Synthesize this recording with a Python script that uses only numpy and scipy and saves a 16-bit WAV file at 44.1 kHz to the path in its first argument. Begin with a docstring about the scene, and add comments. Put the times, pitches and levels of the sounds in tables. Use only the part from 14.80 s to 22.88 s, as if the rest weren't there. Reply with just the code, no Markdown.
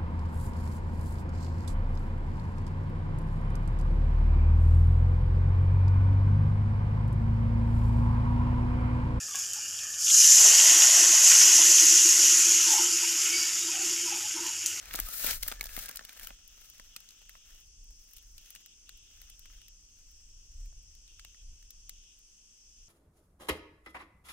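"""Dry leaves and mulch crackle close under the microphone as a foot shifts, then settles.
Stalks snap and ring under its weight, countless small leaves break, and the sole drags twice.
Far off a cicada chorus drones over faint air; a nearer insect rasps in phrases.
The microphone is a small two-port one, and wind rumbles on its ports throughout."""
import sys
import numpy as np
from scipy import signal
from scipy.fft import rfft, irfft, next_fast_len
from scipy.io import wavfile
from scipy.ndimage import map_coordinates

SR = 44100
rng = np.random.default_rng(int(sys.argv[2]) if len(sys.argv) > 2 else 0)


def master(y):
    """Save y as 16-bit WAV."""
    cut = np.clip(np.atleast_2d(y).T, -1, 1)
    pcm = np.round(cut * 32767)  # scale
    wavfile.write(sys.argv[1], SR, pcm.astype(np.int16))


N = 356504
PADDED = next_fast_len(N)

# Phase between the ports, with a polarity flip at a crossover near 1.2 kHz.
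# Each row: frequency in Hz, lead of the left port in radians.
PORT_LEAD = [(200, 0.), (500, 1.5), (950, 3), (1120, 4), (1290, 0), (2000, 0.73), (2700, 0.46), (5000, 3.5),
             (7500, 4.5), (10000, 4.5), (13000, 5), (17000, 12)]
# How alike the ports hear. Each row: frequency in Hz, likeness 0-1 for close litter, then for far sound.
PORT_LIKENESS = [(150, 1, 0.94), (310, 0.98, 0.94), (603, 0.56, 0.24), (2110, 0.98, 0.06),
                 (3380, 0.1, 0.14), (8000, 0.67, 0.41), (16000, 0, 0)]
# Far sound leans left in the treble. Each row: frequency in Hz, left minus right in dB.
FAR_BALANCE = [(200, 0.5), (700, 0.5), (2400, -0.5), (4400, 3), (15000, -1)]
# Colour of the distant air. Each row: frequency in Hz, relative spectral level in dB.
AIR_COLOUR = [(80, -7), (160, -8.5), (330, -12), (700, -19), (2000, -22), (4000, -19.5), (11000, -22.5),
              (14000, -29), (16500, -34)]
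# Resonances of the far cicadas. Each row: centre in Hz, width in Hz, relative level in dB.
CICADA_RESONANCES = [(3007, 930, -9.5), (4710, 730, -12), (5570, 840, -0.5), (6254, 790, -1),
                     (6240, 110, -7), (6900, 900, -11), (7760, 850, -9), (8900, 1740, -12.5)]
# Phrases of the nearer insect. Each row: start in seconds, end in seconds, level in dB.
RASP_PHRASES = [(1.295, 2.85, -67), (3.34, 3.412, -65), (3.578, 3.944, -66), (4.064, 4.555, -65.5),
                (4.62, 4.905, -66.5), (6.27, 6.63, -68), (7.084, 7.35, -67.5)]
# Wind on the ports. Each row: time in seconds, rumble level in dB.
WIND_LEVELS = [(0.0, -54), (0.04, -54.5), (0.27, -43.5), (0.31, -59), (0.56, -41), (1.33, -65), (1.44, -58),
               (2.59, -66.5), (2.74, -53), (2.81, -59), (3.19, -55.5), (3.26, -63), (3.49, -51),
               (3.67, -67), (4.43, -54.5), (5.15, -58), (5.83, -48), (6.55, -55), (6.73, -45.5),
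               (6.8, -58.5), (6.86, -52), (7.67, -68.5), (7.94, -56.5), (8.08, -57)]
# Drags of the sole. Each row: start and end in seconds, first and last pitch in Hz, width in Hz,
# level in dB.
SOLE_DRAGS = [(0.246, 0.373, 1207, 1420, 262.7, -58), (0.741, 1.13, 1740, 1597, 160.5, -62.5)]
# The litter's four bands: thud, knock, crack, sizzle. Each row: low edge in Hz, high edge in Hz.
LITTER_BANDS = [(170, 1200), (1200, 3500), (3500, 9000), (9000, 16500)]
# How long a snap lingers. One factor on the decay times for each band.
SNAP_LINGER = [2.13, 1.24, 1.96, 1.1]
# Tilt of the crushed leaves. One offset in dB for each band.
CRUSH_OFFSETS_DB = [-2.5, 3.5, 5, 2]
# Litter giving way under the sole. Each row: time in seconds, sizzle level in dB, body level in dB.
CRUSH_LEVELS = [(0.0, -63, -60), (0.17, -47, -51), (0.23, -48.5, -58), (0.36, -40.5, -60.5),
                (0.5, -34.5, -42.5), (0.55, -39, -54.5), (0.6, -50.5, -67), (0.68, -41, -53.5),
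                (0.78, -64, -65), (0.85, -53, -63), (1.02, -44.5, -56.5), (1.08, -57, -60),
                (1.32, -66, -68), (1.43, -53, -63.5), (1.6, -74, -76), (1.86, -62, -74), (2.1, -71, -76),
                (2.8, -70, -78), (2.95, -87, -105), (3.35, -64.5, -77.5), (3.54, -76, -87),
                (3.68, -63.5, -73.5), (3.95, -81.5, -87), (4.4, -72.5, -80), (4.74, -73.5, -77.5),
                (4.95, -78.5, -87), (8.08, -87, -93)]
# The loudest single snaps. Each row: start in seconds, knock, crack and sizzle in dB, woody ring in Hz.
STALK_SNAPS = [(0.0558, -45.5, -46, -39, 2480), (0.1096, -37, -54, -52, 3480), (0.132, -50, -39, -33, 2000),
               (0.1377, -34, -37, -25, 2840), (0.144, -46, -51, -34, 324), (0.1518, -49, -32, -30, 1250),
               (0.157, -50, -34, -20, 1030), (0.189, -29.5, -44, -23, 1220), (0.1992, -38, -33, -16, 2900),
               (0.287, -42, -41, -30, 1180), (0.4441, -34, -43, -18.5, 990), (0.464, -43, -33, -16.5, 3730),
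               (0.4693, -32.5, -37, -22, 2360), (0.493, -33.5, -36, -30, 1270),
               (0.509, -34, -24, -21, 2300), (0.53, -36, -36, -30, 2180), (0.627, -36, -30, -26, 3220),
               (0.631, -36, -30, -21, 2100), (0.664, -44, -48, -39, 810), (0.6784, -46, -38, -22, 1960),
               (0.6822, -35.5, -34.5, -20, 1700), (0.7154, -34.5, -32.5, -37, 1200),
               (0.7222, -35, -39, -32, 910), (0.7948, -52, -44, -53, 780),
               (0.8095, -27.5, -32.5, -25, 2250), (0.828, -44.5, -47, -34, 900),
               (0.84, -47, -39, -27.5, 3480), (0.856, -47, -38, -29, 850), (0.867, -46, -40, -36, 3470),
               (0.8911, -44, -50, -49, 2610), (0.9652, -33.5, -37, -26, 2130),
               (0.9761, -39.5, -47, -36, 870), (0.9892, -41, -41, -25, 3300), (1.036, -58, -46, -37, 1160),
               (1.058, -58, -38, -29.5, 3220), (1.083, -39, -42, -44, 2660),
               (1.0883, -63, -42, -30.5, 1030), (1.0923, -39.5, -43, -31, 1060),
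               (1.1115, -45, -42, -34, 1710), (1.1582, -52, -42, -27, 2950),
               (1.1704, -51.5, -34.5, -28.5, 2960), (1.1921, -37.5, -41, -54, 1790),
               (1.209, -45.5, -64, -52, 1090), (1.2494, -46, -38, -33, 2930),
               (1.2925, -43.5, -42, -41, 2350), (1.3298, -58, -53, -40, 1000),
               (1.3956, -44.5, -49, -34, 3200), (1.4107, -46, -54, -43, 1720),
               (1.4315, -54, -45, -35, 2940), (1.446, -53, -45, -36, 1560),
               (1.4705, -37.5, -42.5, -27.5, 2940), (1.504, -44.5, -62, -67, 800),
               (1.6775, -72, -64, -39.5, 3170), (1.8156, -57, -60, -61, 1390),
               (1.8993, -56, -54, -37.5, 3060), (1.98, -68, -53, -47, 3490),
               (1.997, -47.5, -43.5, -45, 980), (2.1626, -39.5, -32.5, -34, 2480),
               (2.203, -61, -51, -41.5, 2720), (2.2887, -66, -43.5, -51, 3600),
               (2.3062, -59, -46, -47, 2960), (2.4156, -58, -56, -62, 900),
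               (2.4936, -46.5, -47, -38.5, 2670), (2.5527, -51, -68, -68, 1050),
               (2.801, -79, -65, -50.5, 2710), (3.041, -79, -65, -49, 3170), (3.106, -66, -59, -52, 880),
               (3.22, -76, -64, -52, 3400), (3.334, -74, -63, -40, 3600), (3.365, -67, -48, -42, 2950),
               (3.3696, -55, -54, -40, 3000), (3.382, -60, -50, -42, 3100), (3.4253, -71, -56, -49, 3190),
               (3.5796, -58, -43, -43, 3400), (3.659, -60, -49, -45, 3080), (3.704, -53, -49, -34.5, 3520),
               (3.7507, -54, -45, -36, 1670), (3.7593, -47, -44.5, -45, 2920), (3.86, -54, -48, -42, 3320),
               (4.092, -43, -42.5, -39.5, 2890), (4.1733, -67, -56, -47, 3600),
               (4.4163, -55, -47.5, -40.5, 2000), (4.499, -63, -48, -39, 2990),
               (4.593, -77, -51, -42, 2510), (4.656, -47.5, -50, -51, 3110), (4.699, -58.5, -62, -66, 1300),
               (4.7467, -62, -66, -60, 2820), (4.816, -55.5, -52, -52, 2870),
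               (4.8814, -60, -49.5, -43, 3400), (5.314, -80, -62, -53, 2780),
               (5.858, -62.5, -58, -52, 2390), (5.926, -65, -68, -70, 800), (6.029, -83, -66, -58, 2820),
               (6.1504, -74, -53, -51, 3380), (6.2773, -65.5, -51, -61, 3600),
               (6.3946, -47, -42.5, -53, 3240), (6.4479, -43, -44, -43, 2800), (6.545, -60, -58, -71, 1920),
               (6.826, -61, -53, -54, 2940), (6.9057, -73, -45.5, -37, 3200),
               (7.0937, -50.5, -36.5, -32.5, 2040), (7.3895, -79, -62, -53, 3080)]
# Colour of the litter at the microphone. Each row: frequency in Hz, gain in dB, left minus right in dB.
LITTER_COLOUR = [(169, -1, 5), (290, -2.5, -1.5), (350, -7, 2), (566, 1, 0.5), (1170, 1, 2),
                 (2220, -0.5, 1.5), (3400, -1, 0), (6270, -1, 2.5), (8100, -3.5, 4), (11500, -4, 2),
                 (14600, 0, 8.5), (16800, -2, 3)]


def undb(db):
    return 10 ** (np.asarray(db) / 20)


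def unit(x):
    """Scale to rms 1."""
    return x / np.sqrt(np.mean(x ** 2))


def curve(rows):
    """Columns of a (seconds, value, ..) table at every sample."""
    times, *columns = np.transpose(rows)
    return [np.interp(np.arange(N) / SR, times, c) for c in columns]


def on_bins(rows):
    """Columns of a (Hz, value, ..) table at every spectral bin."""
    hz, *columns = np.transpose(rows)
    log_hz = np.log(np.arange(PADDED // 2 + 1) * SR / PADDED + 1)
    return [np.interp(log_hz, np.log(hz), c) for c in columns]


def band(x, lo_hz, hi_hz):
    """Band-pass with gain 1 in the band."""
    return signal.sosfilt(signal.butter(2, [lo_hz, hi_hz], "bandpass", fs=SR, output="sos"), x)


def wander(per_s):
    """Random levels joined by straight lines, per_s new ones a second; spread near 1."""
    levels = rng.standard_normal(4000)
    return 1.2 * map_coordinates(levels, [np.arange(N) * per_s / SR], order=1)


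def resonance(hz, width_hz):
    """A pair of unrelated noises rung twice through one resonance, rms 1."""
    edges = hz - .6 * width_hz, hz + .6 * width_hz
    return unit(band(band(rng.standard_normal((2, N)), *edges), *edges))


def ports(pair, likeness, colour_db, pan_db):
    """The left port hears the first sound; the right a blend with its twin, shifted in phase."""
    first, twin = rfft(pair, PADDED) * undb(colour_db)
    blend = likeness * first + np.sqrt(1 - likeness ** 2) * twin
    right = blend * np.exp(-1j * on_bins(PORT_LEAD)[0])
    return irfft([first * undb(pan_db / 2), right * undb(-pan_db / 2)], PADDED)[:, :N]


def distant_air(level_db=-73.5):
    """A faint steady hiss behind everything, heavier in the bass."""
    hz = np.arange(PADDED // 2 + 1) * SR / PADDED
    colour = undb(on_bins(AIR_COLOUR)[0]) * (hz > 60)
    hiss = irfft(rfft(rng.standard_normal((2, PADDED))) * colour, PADDED)[:, :N]
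    return unit(hiss) * undb(level_db)


def far_cicadas(level_db=-60):
    """So many far singers that their clicks fuse to a hiss."""
    chorus = sum(undb(db + wander(per_s=11)) * resonance(hz, width_hz)
                 for hz, width_hz, db in CICADA_RESONANCES)
    return unit(chorus) * undb(level_db)


def nearer_insect(edge_s=0.023):
    """One insect, closer in, rasps through a single resonance and pauses between phrases."""
    t = np.arange(N) / SR
    phrases = sum(undb(db) * np.clip(np.minimum(t - start, end - t) / edge_s + .5, 0, 1)
                  for start, end, db in RASP_PHRASES)
    flicker = undb(1.2 * wander(per_s=30))
    return phrases * flicker * resonance(hz=3093, width_hz=990)


def wind_on_microphone(gust_db=2.5, flutter_db=-14.5):
    """Slow eddies push both ports nearly alike; their energy falls steeply with pitch."""
    level_db = curve(WIND_LEVELS)[0] + gust_db * wander(per_s=9)
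    eddies = band(band(rng.standard_normal(N), 12.6, 46.9), 16.2, 46.8)
    rumble = unit(eddies) * undb(level_db)
    flutter = unit(band(rng.standard_normal((2, N)), 49.2, 87.8)) * undb(level_db + flutter_db)
    opposed = undb(-20) * flutter[1] * np.array([[1], [-1]])
    return rumble + flutter[0] + opposed


def dragging_sole(edge_s=0.029):
    """The sole drags and a hollow stalk hums: a rough, narrow, sliding tone."""
    t, hum = np.arange(N) / SR, 0
    for start, end, first_hz, last_hz, width_hz, db in SOLE_DRAGS:
        phase = 2 * np.pi * np.cumsum(np.interp(t, [start, end], [first_hz, last_hz])) / SR
        gate = np.clip(np.minimum(t - start, end - t) / edge_s, 0, 1)
        rough_tone = wander(width_hz) * np.cos(phase) + wander(width_hz) * np.sin(phase)
        hum = hum + undb(db) * gate * rough_tone
    return hum


def crushed_leaves(most_per_s=4200, fewest_per_s=450, t60_s=0.043):
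    """Band envelopes of small leaves breaking at random; a few are much louder, each has its colour."""
    spread_db, colour_db, patchy_db = 3, 3, 2
    sizzle_db, body_db = curve(CRUSH_LEVELS)
    load = undb(0.5 * (sizzle_db - sizzle_db.max()))  # a lighter load breaks fewer leaves
    chance = np.maximum(most_per_s * load, fewest_per_s) / SR
    breaks = rng.random(N) < chance
    size_db = spread_db * rng.exponential(size=N)
    decay_samples = t60_s * SR / np.log(1000)
    overlap = chance * decay_samples
    envelopes = []
    for sizzle_share, offset_db in zip([0, 0, 0.5, 1], CRUSH_OFFSETS_DB):
        size = undb(size_db + colour_db * rng.standard_normal(N))
        patter = signal.lfilter([1], [1, -np.exp(-1 / decay_samples)], breaks * size)
        expected_rms = np.sqrt((overlap * size.mean()) ** 2 + overlap * np.mean(size ** 2) / 2)
        level_db = sizzle_share * sizzle_db + (1 - sizzle_share) * body_db + offset_db
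        envelopes.append(patter / expected_rms * undb(level_db))
    patches = undb(patchy_db * wander(per_s=8.1))  # the litter gives way unevenly
    return np.array(envelopes) * patches


def snapping_stalks(rise_s=0.00063, ring_t60_s=0.024):
    """Band envelopes of the snaps, each a spike then a weaker tail, and each broken stalk's ring."""
    spike_t60_s, tail_t60_s = np.outer([0.0044, 0.018], SNAP_LINGER)[:, :, None]  # one for each band
    t = np.arange(1500) / SR
    rise = 1 - np.exp(-(t / rise_s) ** 2)
    fall = 1.3 * undb(-60 * t / spike_t60_s) + undb(-5.5 - 60 * t / tail_t60_s)
    envelopes, rings = np.zeros((len(LITTER_BANDS), N + len(t))), np.zeros(N + len(t))
    for start, knock_db, crack_db, sizzle_db, ring_hz in STALK_SNAPS:
        at = slice(int(start * SR), int(start * SR) + len(t))
        thud_db = knock_db - 5.5 - 9.5 * np.log2(ring_hz / 1240)  # thick stalks ring lower, thud more
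        envelopes[:, at] += undb([thud_db, knock_db, crack_db, sizzle_db])[:, None] * rise * fall
        ring = undb(-60 * t / ring_t60_s) * np.sin(2 * np.pi * (ring_hz * t + rng.random()))
        rings[at] += undb(knock_db - 1.5) * rise * ring
    return envelopes[:, :N], rings[:N]


def foot_on_litter():
    """Snaps and crushed leaves shake noise through the litter's bands, over the stalks' ring and hum."""
    snap_envelopes, rings = snapping_stalks()
    pair = rings + dragging_sole()
    shakes = np.hypot(snap_envelopes, crushed_leaves())  # their powers add
    for shake, (lo_hz, hi_hz) in zip(shakes, LITTER_BANDS):
        noise = rng.standard_normal((2, N)) * np.sqrt(SR / 2 / (hi_hz - lo_hz))
        pair = pair + band(shake * noise, lo_hz, hi_hz)
    return pair


def scene():
    """The foot close under the microphone, insects and air beyond it, wind right on the ports."""
    close_likeness, far_likeness = on_bins(PORT_LIKENESS)
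    close = ports(foot_on_litter(), close_likeness, *on_bins(LITTER_COLOUR))
    background = far_cicadas() + nearer_insect() + distant_air()
    far = ports(background, far_likeness, colour_db=0, pan_db=on_bins(FAR_BALANCE)[0])
    return close + far + wind_on_microphone()


def record(dry, shelf_hz=15800, shelf_db=-26, top_hz=16800):
    """The top octave ends in a step down, then a steep cut."""
    below = signal.sosfiltfilt(signal.ellip(8, .1, 60, shelf_hz, fs=SR, output="sos"), dry)
    stepped = below + undb(shelf_db) * (dry - below)
    return signal.sosfilt(signal.ellip(10, .2, 80, top_hz, fs=SR, output="sos"), stepped)


dry = scene()
out = record(dry)
master(out)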